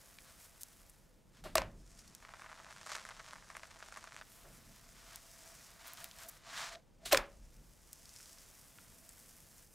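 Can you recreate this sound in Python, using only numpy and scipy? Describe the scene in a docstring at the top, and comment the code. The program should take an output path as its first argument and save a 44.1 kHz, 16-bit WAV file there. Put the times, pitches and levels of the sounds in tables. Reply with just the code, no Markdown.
"""A small kitchen, where a thin pancake fries in a deep pan. Tiny bubbles burst in the fat and make it
sizzle, and droplets spit. A spatula rubs over the metal and sets it humming. Twice the pancake is flipped:
it slaps down, squeezes out the air and makes the pan ring. After the first flip, pockets of steam pop
under the batter. The walls echo briefly, the pan jolts on its grate and the stove rumbles faintly."""
import sys
import numpy as np
from scipy import signal
from scipy.fft import rfft, irfft, next_fast_len
from scipy.io import wavfile

SR = 44100
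rng = np.random.default_rng(int(sys.argv[2]) if len(sys.argv) > 2 else 0)


def inscribe(sig):
    """Save sig as 16-bit PCM at rate SR to the path in sys.argv[1].

    A 1-D sig is mono; a 2-D sig holds one channel per row.
    Samples are clipped to [-1, 1] before scaling.
    """
    pcm = np.round(np.clip(np.atleast_2d(sig).T, -1, 1) * 32767)
    wavfile.write(sys.argv[1], SR, pcm.astype(np.int16))


N = 429666

# steady frying: (time [s], sizzle level [dB], extra treble [dB], rustle level [dB])
FRYING = [(0.0, -66, 0.5, -66.5), (0.82, -67.5, 0.5, -70), (1.26, -81.5, -2, -82), (1.75, -72.5, -8, -78.5),
          (1.99, -65, -16.5, -67.5), (2.2, -69, -9.5, -69), (2.85, -67.5, -14.5, -63.5),
          (4.2, -67.5, -9, -70), (4.3, -65.5, 3, -66), (4.91, -65.5, -4, -67), (5.66, -59, -5, -65),
          (5.76, -68.5, 0.5, -64), (6.36, -65.5, 1, -64), (6.42, -76.5, -3.5, -69.5), (6.9, -83, -7, -86),
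          (7.36, -70.5, -7.5, -75.5), (7.68, -70, -1, -75.5), (8.17, -58, -7, -69),
          (8.7, -64.5, 0.5, -69.5), (9.63, -63.5, 0.5, -70.5), (9.68, -69.5, -0.5, -80),
          (9.74, -62.5, 1, -75.5)]
# the spatula or batter sliding: (time of peak [s], rise [s], rubbing [dB], pan hum [dB], sizzle [dB])
STROKES = [(0.29, 0.0434, -62, -78.5, -75.5), (0.43, 0.057, -68, -80, -59),
           (1.38, 0.046, -66, -78.5, -76.5), (4.998, 0.052, -62, -76.5, -68),
           (5.131, 0.0884, -59, -71, -62), (5.484, 0.202, -67.5, -69, -67.5),
           (5.816, 0.022, -58.5, -70.5, -69.5), (5.887, 0.051, -54.5, -71.5, -66),
           (6.018, 0.0788, -55.5, -70, -59.5), (6.217, 0.0597, -56.5, -71.5, -58),
           (6.272, 0.067, -71.5, -62.5, -76), (6.494, 0.0453, -55.5, -63, -78.5),
           (6.613, 0.1152, -44, -61, -61), (6.728, 0.0228, -51, -56.5, -66.5),
           (6.753, 0.0436, -77.5, -55.5, -83), (7.048, 0.042, -69, -60.5, -79)]
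# a fold of batter or the blade hits the metal; a "fade" is always the time taken to drop by 60 dB:
# (time [s], crack peak [dB], crack pitch [Hz], blow to the pan [dB], swell [s], crack fade [s],
# final pan pitch [ratio])
SLAPS = [(1.439, -45.5, 3630, -50.5, 0.0004, 0.308, 1.2), (1.456, -39.5, 635, -41.5, 0.00546, 0.216, 0.881),
         (1.555, -13.5, 4590, -18, 0.000574, 0.0143, 0.999),
         (1.572, -25.5, 2500, -33.5, 0.00292, 0.064, 0.97),
         (1.5813, -16.5, 2230, -27.5, 0.000554, 0.0099, 0.848),
         (1.619, -27, 1200, -39, 0.000906, 0.0096, 0.95), (4.454, -50.5, 533, -62.5, 0.014, 0.34, 0.836),
         (7.058, -32, 3450, -46, 0.003, 0.215, 1.04), (7.114, -29, 1490, -44.5, 0.00155, 0.088, 1.05),
         (7.123, -18.5, 2700, -26, .003, 0.12, 1.2), (7.130, -15.5, 4670, -20, 0.003415, 0.0114, 0.808),
         (7.147, -10.5, 1520, -26.5, 0.000996, 0.0078, 0.88), (7.171, -24, 5500, -44, 0.000398, 0.032, 1.0),
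         (7.174, -13.5, 1926, -40.5, 0.000623, 0.0087, 0.575)]
# steam under the freshly turned side: (time [s], level [dB], extra treble [dB])
STEAM = [(2.16, -75.5, -11), (2.23, -57, -14), (2.78, -58, -5.5), (2.87, -54, 2), (2.96, -49, 1),
         (3.01, -53.5, -1.5), (3.14, -55.5, -3.5), (3.27, -54, -2.5), (3.42, -64, -9.5), (3.55, -58, -5.5),
         (3.83, -60, -3), (4.19, -58, -2.5), (4.245, -81.5, -3.5)]
HUM_HZ, HUM_FADE_S = 669.16, 0.12   # the pan's main note


def from_db(db):
    """Turn decibels into a factor to multiply by."""
    return 10 ** (np.asarray(db) / 20)


def rms_one(x):
    """Scale a sound to an average power of 1."""
    return x / np.sqrt(np.mean(x ** 2) + 1e-20)


def in_time(rows):
    """Join a table's rows with straight lines: one curve for each column after the time."""
    s, *columns = np.transpose(rows)
    return [np.interp(np.arange(N) / SR, s, c) for c in columns]


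def at_hz(points, hz):
    """Read a table between its frequencies, with octaves evenly spaced."""
    known_hz, values = np.transpose(points)
    return np.interp(np.log(hz), np.log(known_hz), values)


def coloured(x, spectrum):
    """Shape the lows and highs of white noise; the result has power 1."""
    size = next_fast_len(N)
    hz = np.arange(size // 2 + 1) * SR / size + 1
    return rms_one(irfft(rfft(x, size) * from_db(at_hz(spectrum, hz)), size)[:N])


def band(x, low_hz, high_hz):
    """Keep what lies between two frequencies."""
    return signal.sosfilt(signal.butter(2, [low_hz, min(high_hz, 20000)], "band", fs=SR, output="sos"), x)


def drift(rate_hz):
    """A slow random wobble, about 1 in size."""
    r = np.exp(-80 * np.pi * rate_hz / SR)
    slow = signal.lfilter([1], [1, -2 * r, r * r], rng.standard_normal(N // 40 + 2002))[2000:]
    return np.interp(np.arange(N) / 40, np.arange(len(slow)), rms_one(slow))


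def ring(clicks, hz, fade_s):
    """Each click starts a pure tone that dies away."""
    r, w = from_db(-60 / (fade_s * SR)), 2 * np.pi * hz / SR
    return signal.lfilter([0, np.sin(w)], [1, -2 * r * np.cos(w), r * r], clicks + 1e-18)


def grains(per_s, spread_db):
    """Random clicks, most small and a few large."""
    sizes = from_db(spread_db * np.minimum(rng.exponential(1, N), 5)) * rng.choice([-1, 1], N)
    return sizes * (rng.random(N) < per_s / SR)


def add(out, s, sound):
    """Mix a short sound in at s seconds."""
    at = round(s * SR)
    out[at:at + len(sound)] += sound[:N - at]


def burst(swell_s, fade_s):
    """Noise that grows for six swell times and then dies away."""
    t = np.arange(int(.2 * SR)) / SR - 6 * swell_s
    return rng.standard_normal(len(t)) * np.where(t < 0, np.exp(t / swell_s), from_db(-60 * t / fade_s))


def swells(steady_db, tops, rises, falls, peaks_db, order):
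    """A level in dB with swells, each 10 dB down one rise before and one fall after its top."""
    power = from_db(2 * steady_db) + np.zeros(N)
    for s, rise, fall, db in zip(tops, rises, falls, peaks_db):
        t = np.arange(N) / SR - s
        distance = np.where(t < 0, -t / rise, t / fall)
        power = power + from_db(2 * db - 20 * distance ** order)   # order 1 is pointed, 2 is rounded
    return 10 * np.log10(power)


def sizzle(level_db, treble_db):
    """Tiny bubbles burst in the fat in clumps, over a smooth, bright hiss."""
    # tone of hot fat: (frequency [Hz], relative level [dB])
    spectrum = [(2500, -6.5), (4000, -8), (5200, 3), (8000, 2.5), (10000, 2), (16000, -3.5)]
    bubbles = rms_one(grains(2500 * from_db(3.3 * drift(15)), spread_db=5.0))
    fizz = coloured(0.87 * bubbles + rng.standard_normal(N), spectrum)
    low, high = band(fizz, 1502, 9030), band(fizz, 6300, 15400)
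    return from_db(level_db + 1.2 * drift(25.2)) * (rms_one(low) + from_db(treble_db) * rms_one(high))


def rubbing(level_db, hum_db):
    """Blade and batter drag over the metal in many tiny slips and set the pan humming in fits."""
    # tone of the rubbing: (frequency [Hz], relative level [dB])
    spectrum = [(240, -66.5), (400, -33), (663, -12), (1130, -6), (1880, -7.5), (2750, -12), (3900, -11),
                (7060, -14.5), (14000, -34.5)]
    slips = rms_one(grains(4000, spread_db=3.0)) + 0.59 * rng.standard_normal(N)
    hum = rms_one(ring(rng.standard_normal(N), HUM_HZ, HUM_FADE_S))
    rub = from_db(level_db + drift(30)) * coloured(slips, spectrum)
    return rub + from_db(hum_db + 1.5 * drift(7)) * hum


def frying_and_strokes():
    """The pancake sizzles and rustles; each stroke stirs up the fat, rubs and makes the pan hum more."""
    sizzle_db, treble_db, rustle_db = in_time(FRYING)
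    s, rise, rub_db, hum_db, stirred_db = np.transpose(STROKES)
    timing = s, rise, 0.886 * rise   # a stroke falls a little faster than it rises
    fat = sizzle(swells(sizzle_db, *timing, stirred_db, order=2), treble_db)
    rub_curve = swells(rustle_db, *timing, rub_db, order=2)
    hum_curve = swells(rustle_db - 11, *timing, hum_db, order=2)
    return fat + rubbing(rub_curve, hum_curve)


def slaps():
    """Each fold lands with a crack of escaping air; trapped air rings and the batter patters as it settles."""
    out = np.zeros(N)
    for s, crack_db, hz, _, swell_s, fade_s, _ in SLAPS:
        puff = burst(swell_s, fade_s)
        trapped = from_db(-0.5) * band(puff, hz / 1.31, hz * 1.371)
        crack = band(puff, hz / 2.9, hz * 3.08) + trapped
        patter = band(burst(swell_s=0.0034, fade_s=0.2417), 250, 1960)
        add(out, s - 6 * swell_s, from_db(crack_db) * crack / np.abs(crack).max())
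        add(out, s - .012, from_db(crack_db - 16.5) * patter)
    return out


def pan_ring():
    """Each slap rings the pan; slow ones favour its low notes, and the batter's weight bends the pitch."""
    # the pan's notes, muffled by batter: (pitch [Hz], level [dB], fade [s])
    notes = [(372.2, -18.5, 0.06), (649.1, -1, 0.058), (1147, -2, 0.028), (1826, -11, 0.02)]
    start_ratio, hardest_swell_s = 1.08, 0.00038
    out, t = np.zeros(N), np.arange(SR // 4) / SR
    chances_db = rng.normal(0, 1.5, (len(SLAPS), len(notes)))
    for (s, _, _, blow_db, swell_s, _, end_ratio), row in zip(SLAPS, chances_db):
        landing_s = 2.5 * swell_s
        bend = end_ratio + (start_ratio - end_ratio) * np.exp(-t / landing_s)
        bent_time = np.cumsum(bend) / SR
        build_up = np.sin(np.pi / 2 * np.minimum(t / landing_s, 1)) ** 2
        since_landing = np.maximum(t - landing_s, 0)
        db_per_octave = -3.5 * np.log2(swell_s / hardest_swell_s)
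        for (hz, note_db, fade_s), chance_db in zip(notes, row):
            level_db = blow_db + note_db + chance_db + db_per_octave * np.log2(hz / HUM_HZ)
            loudness = build_up * from_db(level_db - 60 * since_landing / fade_s)
            add(out, s - swell_s, loudness * np.sin(2 * np.pi * hz * bent_time))
    return out


def pocket(clicks, hz, cycles):
    """A steam pocket opens and rings for a few cycles."""
    return band(ring(clicks, hz, cycles / hz), 760, 2600)


def steam_pops():
    """Each loud pocket tears open with one sharp tick and a run of smaller ones, and snaps in the treble."""
    # loud steam pockets: (time [s], peak of the ringing [dB])
    pops = [(2.25, -42), (2.42, -39.5), (2.497, -42), (2.338, -37.5), (2.443, -42), (2.462, -38),
            (2.516, -40), (2.6, -42), (2.666, -40.5), (2.864, -36), (2.894, -35), (2.904, -36.5),
            (2.918, -33), (2.951, -35), (2.964, -34), (2.983, -36.5), (3.052, -36.5), (3.089, -36.5),
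            (3.108, -39), (3.198, -37.5), (3.333, -35.5), (3.357, -40), (3.425, -44), (3.501, -37.5),
            (3.551, -38), (3.567, -34.5), (3.633, -37.5), (3.805, -41.5), (3.826, -36), (3.924, -38.5),
            (3.961, -40), (3.972, -36), (4.041, -39.5), (4.073, -40), (4.122, -38), (4.165, -35),
            (4.213, -36.5)]
    out, length = np.zeros(N), 1200
    fading = from_db(-3.5 - 900 * np.arange(length) / SR)
    steam_s, _, steam_treble_db = np.transpose(STEAM)
    pitches = rng.uniform([1200, 4200], [1800, 7500], (len(pops), 2))
    for (s, peak_db), (body_hz, snap_hz) in zip(pops, pitches):
        ticks = fading * rng.standard_normal(length) * (rng.random(length) < .012)
        tear = signal.unit_impulse(length) + ticks
        body = pocket(tear, body_hz, cycles=2.5)
        snap_db = np.interp(s, steam_s, steam_treble_db) + 10.5
        snap = from_db(snap_db) * band(tear, snap_hz / 1.4, snap_hz * 1.4)
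        add(out, s, from_db(peak_db) * (body / np.abs(body).max() + snap))
    return out


def steam_crackle():
    """Small steam pockets of eight sizes open in clumps after the first flip."""
    silent_before, silent_after = (STEAM[0][0] - .02, -120, 0), (STEAM[-1][0] + .02, -120, 0)
    level_db, treble_db = in_time([silent_before, *STEAM, silent_after])
    clicks = grains(480 * from_db(4.0 * drift(25)), spread_db=3.5)
    size, pitches = rng.integers(0, 8, N), np.geomspace(950, 2200, 8)
    pockets = sum(pocket(clicks * (size == k), hz, cycles=1.9) for k, hz in enumerate(pitches))
    snap = band(rms_one(clicks) + 0.28 * rng.standard_normal(N), 2900, 7500)
    return from_db(level_db - 3.5) * (rms_one(pockets) + from_db(treble_db) * rms_one(snap))


def fat_spits():
    """Droplets of fat burst with a click and a wisp of steam: big ones mostly click, small ones squeak."""
    # bursting droplets: (time [s], click level [dB], pitch [Hz])
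    droplets = [(0.1865, -37.5, 2300), (0.6335, -27, 7150), (0.8969, -41, 9340), (1.991, -41.5, 5250),
                (2.078, -44.5, 5700), (2.15, -36, 6450), (5.159, -30, 7400), (5.935, -28, 12140),
                (5.9733, -36.5, 3600), (6.0432, -23.5, 11000), (6.0439, -33, 2790), (6.113, -36.5, 3490),
                (6.1863, -42.5, 7390), (7.931, -30, 8000), (8.0555, -42, 5350), (8.0925, -41.5, 5740),
                (8.1628, -36.5, 5280), (8.202, -46, 1500), (8.258, -40, 5170), (8.3848, -43, 5200),
                (8.786, -42, 1480), (9.0917, -37.5, 8410)]
    out = np.zeros(N)
    for s, click_db, hz in droplets:
        click = band(signal.unit_impulse(int(.2 * SR)), hz / 1.5, hz * 2)
        wisp = band(burst(swell_s=0.00005, fade_s=0.0256), hz * 0.848, hz * 1.132)
        add(out, s, from_db(click_db - 1.5) * click / click.max() + from_db(-42.8) * wisp)
    return out


def steam_jets():
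    """Steam escapes with a short, sputtering hiss as an edge lifts."""
    # jets of steam: (time [s], length [s], level [dB], pitch [Hz])
    jets = [(0.608, 0.0198, -51, 7850), (5.868, 0.0215, -51, 12000), (6.284, 0.0155, -45, 10400),
            (6.749, 0.0089, -50, 2200)]
    out = np.zeros(N)
    for s, length_s, level_db, hz in jets:
        sputter = rng.standard_normal(int(length_s * SR)) ** 3
        hiss = rms_one(band(sputter, hz / 1.59, hz * 2.0))
        add(out, s, from_db(level_db) * hiss * np.hanning(len(hiss)) ** 0.18)
    return out


def kitchen_echo(x):
    """The walls return a blur of echoes that lasts longest in the bass."""
    # how long the room rings: (frequency [Hz], fade [s])
    fades = [(250, 0.43), (700, 0.33), (2000, 0.23), (6000, 0.054), (12000, 0.21)]
    t, tail = np.arange(SR // 2) / SR, 0
    for hz in 125 * 2. ** np.arange(8):
        noise = band(rng.standard_normal(len(t)), hz / np.sqrt(2), hz * np.sqrt(2))
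        tail = tail + noise * from_db(-60 * t / at_hz(fades, hz)) * (t > .004)
    return signal.fftconvolve(band(x, 60, 15000), tail / np.sqrt(np.sum(tail ** 2)))[:N]


def room_air():
    """Steady noise of the room and stove; left and right differ only in the low range."""
    # tone of the air and stove: (frequency [Hz], relative level [dB])
    spectrum = [(15, -33), (25, -2), (180, -11.5), (427, -18.5), (516, -14), (754, -25), (818, -20),
                (1070, -26.5), (16000, -43)]
    middle, side = coloured(rng.standard_normal(N), spectrum), coloured(rng.standard_normal(N), spectrum)
    side = from_db(-4.0) * band(band(side, 15, 1100), 15, 1600)
    return from_db(-68.5) * (middle + side * [[1], [-1]])


def grate():
    """The stove's grate rumbles faintly, and thuds and rumbles more when the pan is jolted."""
    # jolts of the pan: (time of peak [s], time to drop 10 dB [s], thud [dB], rumble [dB])
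    jolts = [(1.46, 0.1054, -57.5, -59.5), (1.6, 0.1762, -45.5, -50), (2.1, 0.06, -78.5, -66.5),
             (4.5, 0.71, -64, -67.5), (4.97, 0.03, -70.5, -65.5), (7.18, 0.06, -44, -50),
             (7.4, 0.24, -55.5, -71.5), (7.62, 0.01, -60.5, -61.5)]
    s, fall, thud_db, rumble_db = np.transpose(jolts)
    timing = s, np.full(len(s), 0.06), fall
    thud_curve = swells(-73.5, *timing, thud_db, order=1)
    rumble_curve = swells(-75.5, *timing, rumble_db, order=1)
    thud = from_db(thud_curve) * rms_one(band(rng.standard_normal(N), 26, 48))
    rumble = from_db(rumble_curve + 2.0 * drift(3.1)) * rms_one(band(rng.standard_normal(N), 93, 227))
    return thud + rumble


def scene():
    """Everything in the pan lies straight ahead; the walls echo the slaps most clearly."""
    landings = pan_ring() + slaps()
    steam = steam_pops() + steam_crackle()
    pan_answer = from_db(-43.5) * ring(steam, HUM_HZ, HUM_FADE_S / 2)
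    small_sounds = steam + pan_answer + fat_spits() + steam_jets()
    to_walls = landings + from_db(-5.5) * small_sounds
    middle = kitchen_echo(to_walls)
    side = from_db(-35) * kitchen_echo(to_walls) * [[1], [-1]]   # added on the left, taken off the right
    echoes = from_db(-17.5) * (middle + side)
    return landings + small_sounds + echoes + frying_and_strokes() + room_air() + grate()


def record(dry):
    """Cut away the very highest treble."""
    return signal.sosfilt(signal.cheby2(14, 60, 16400, fs=SR, output="sos"), dry)


dry = scene()
out = record(dry)
inscribe(out)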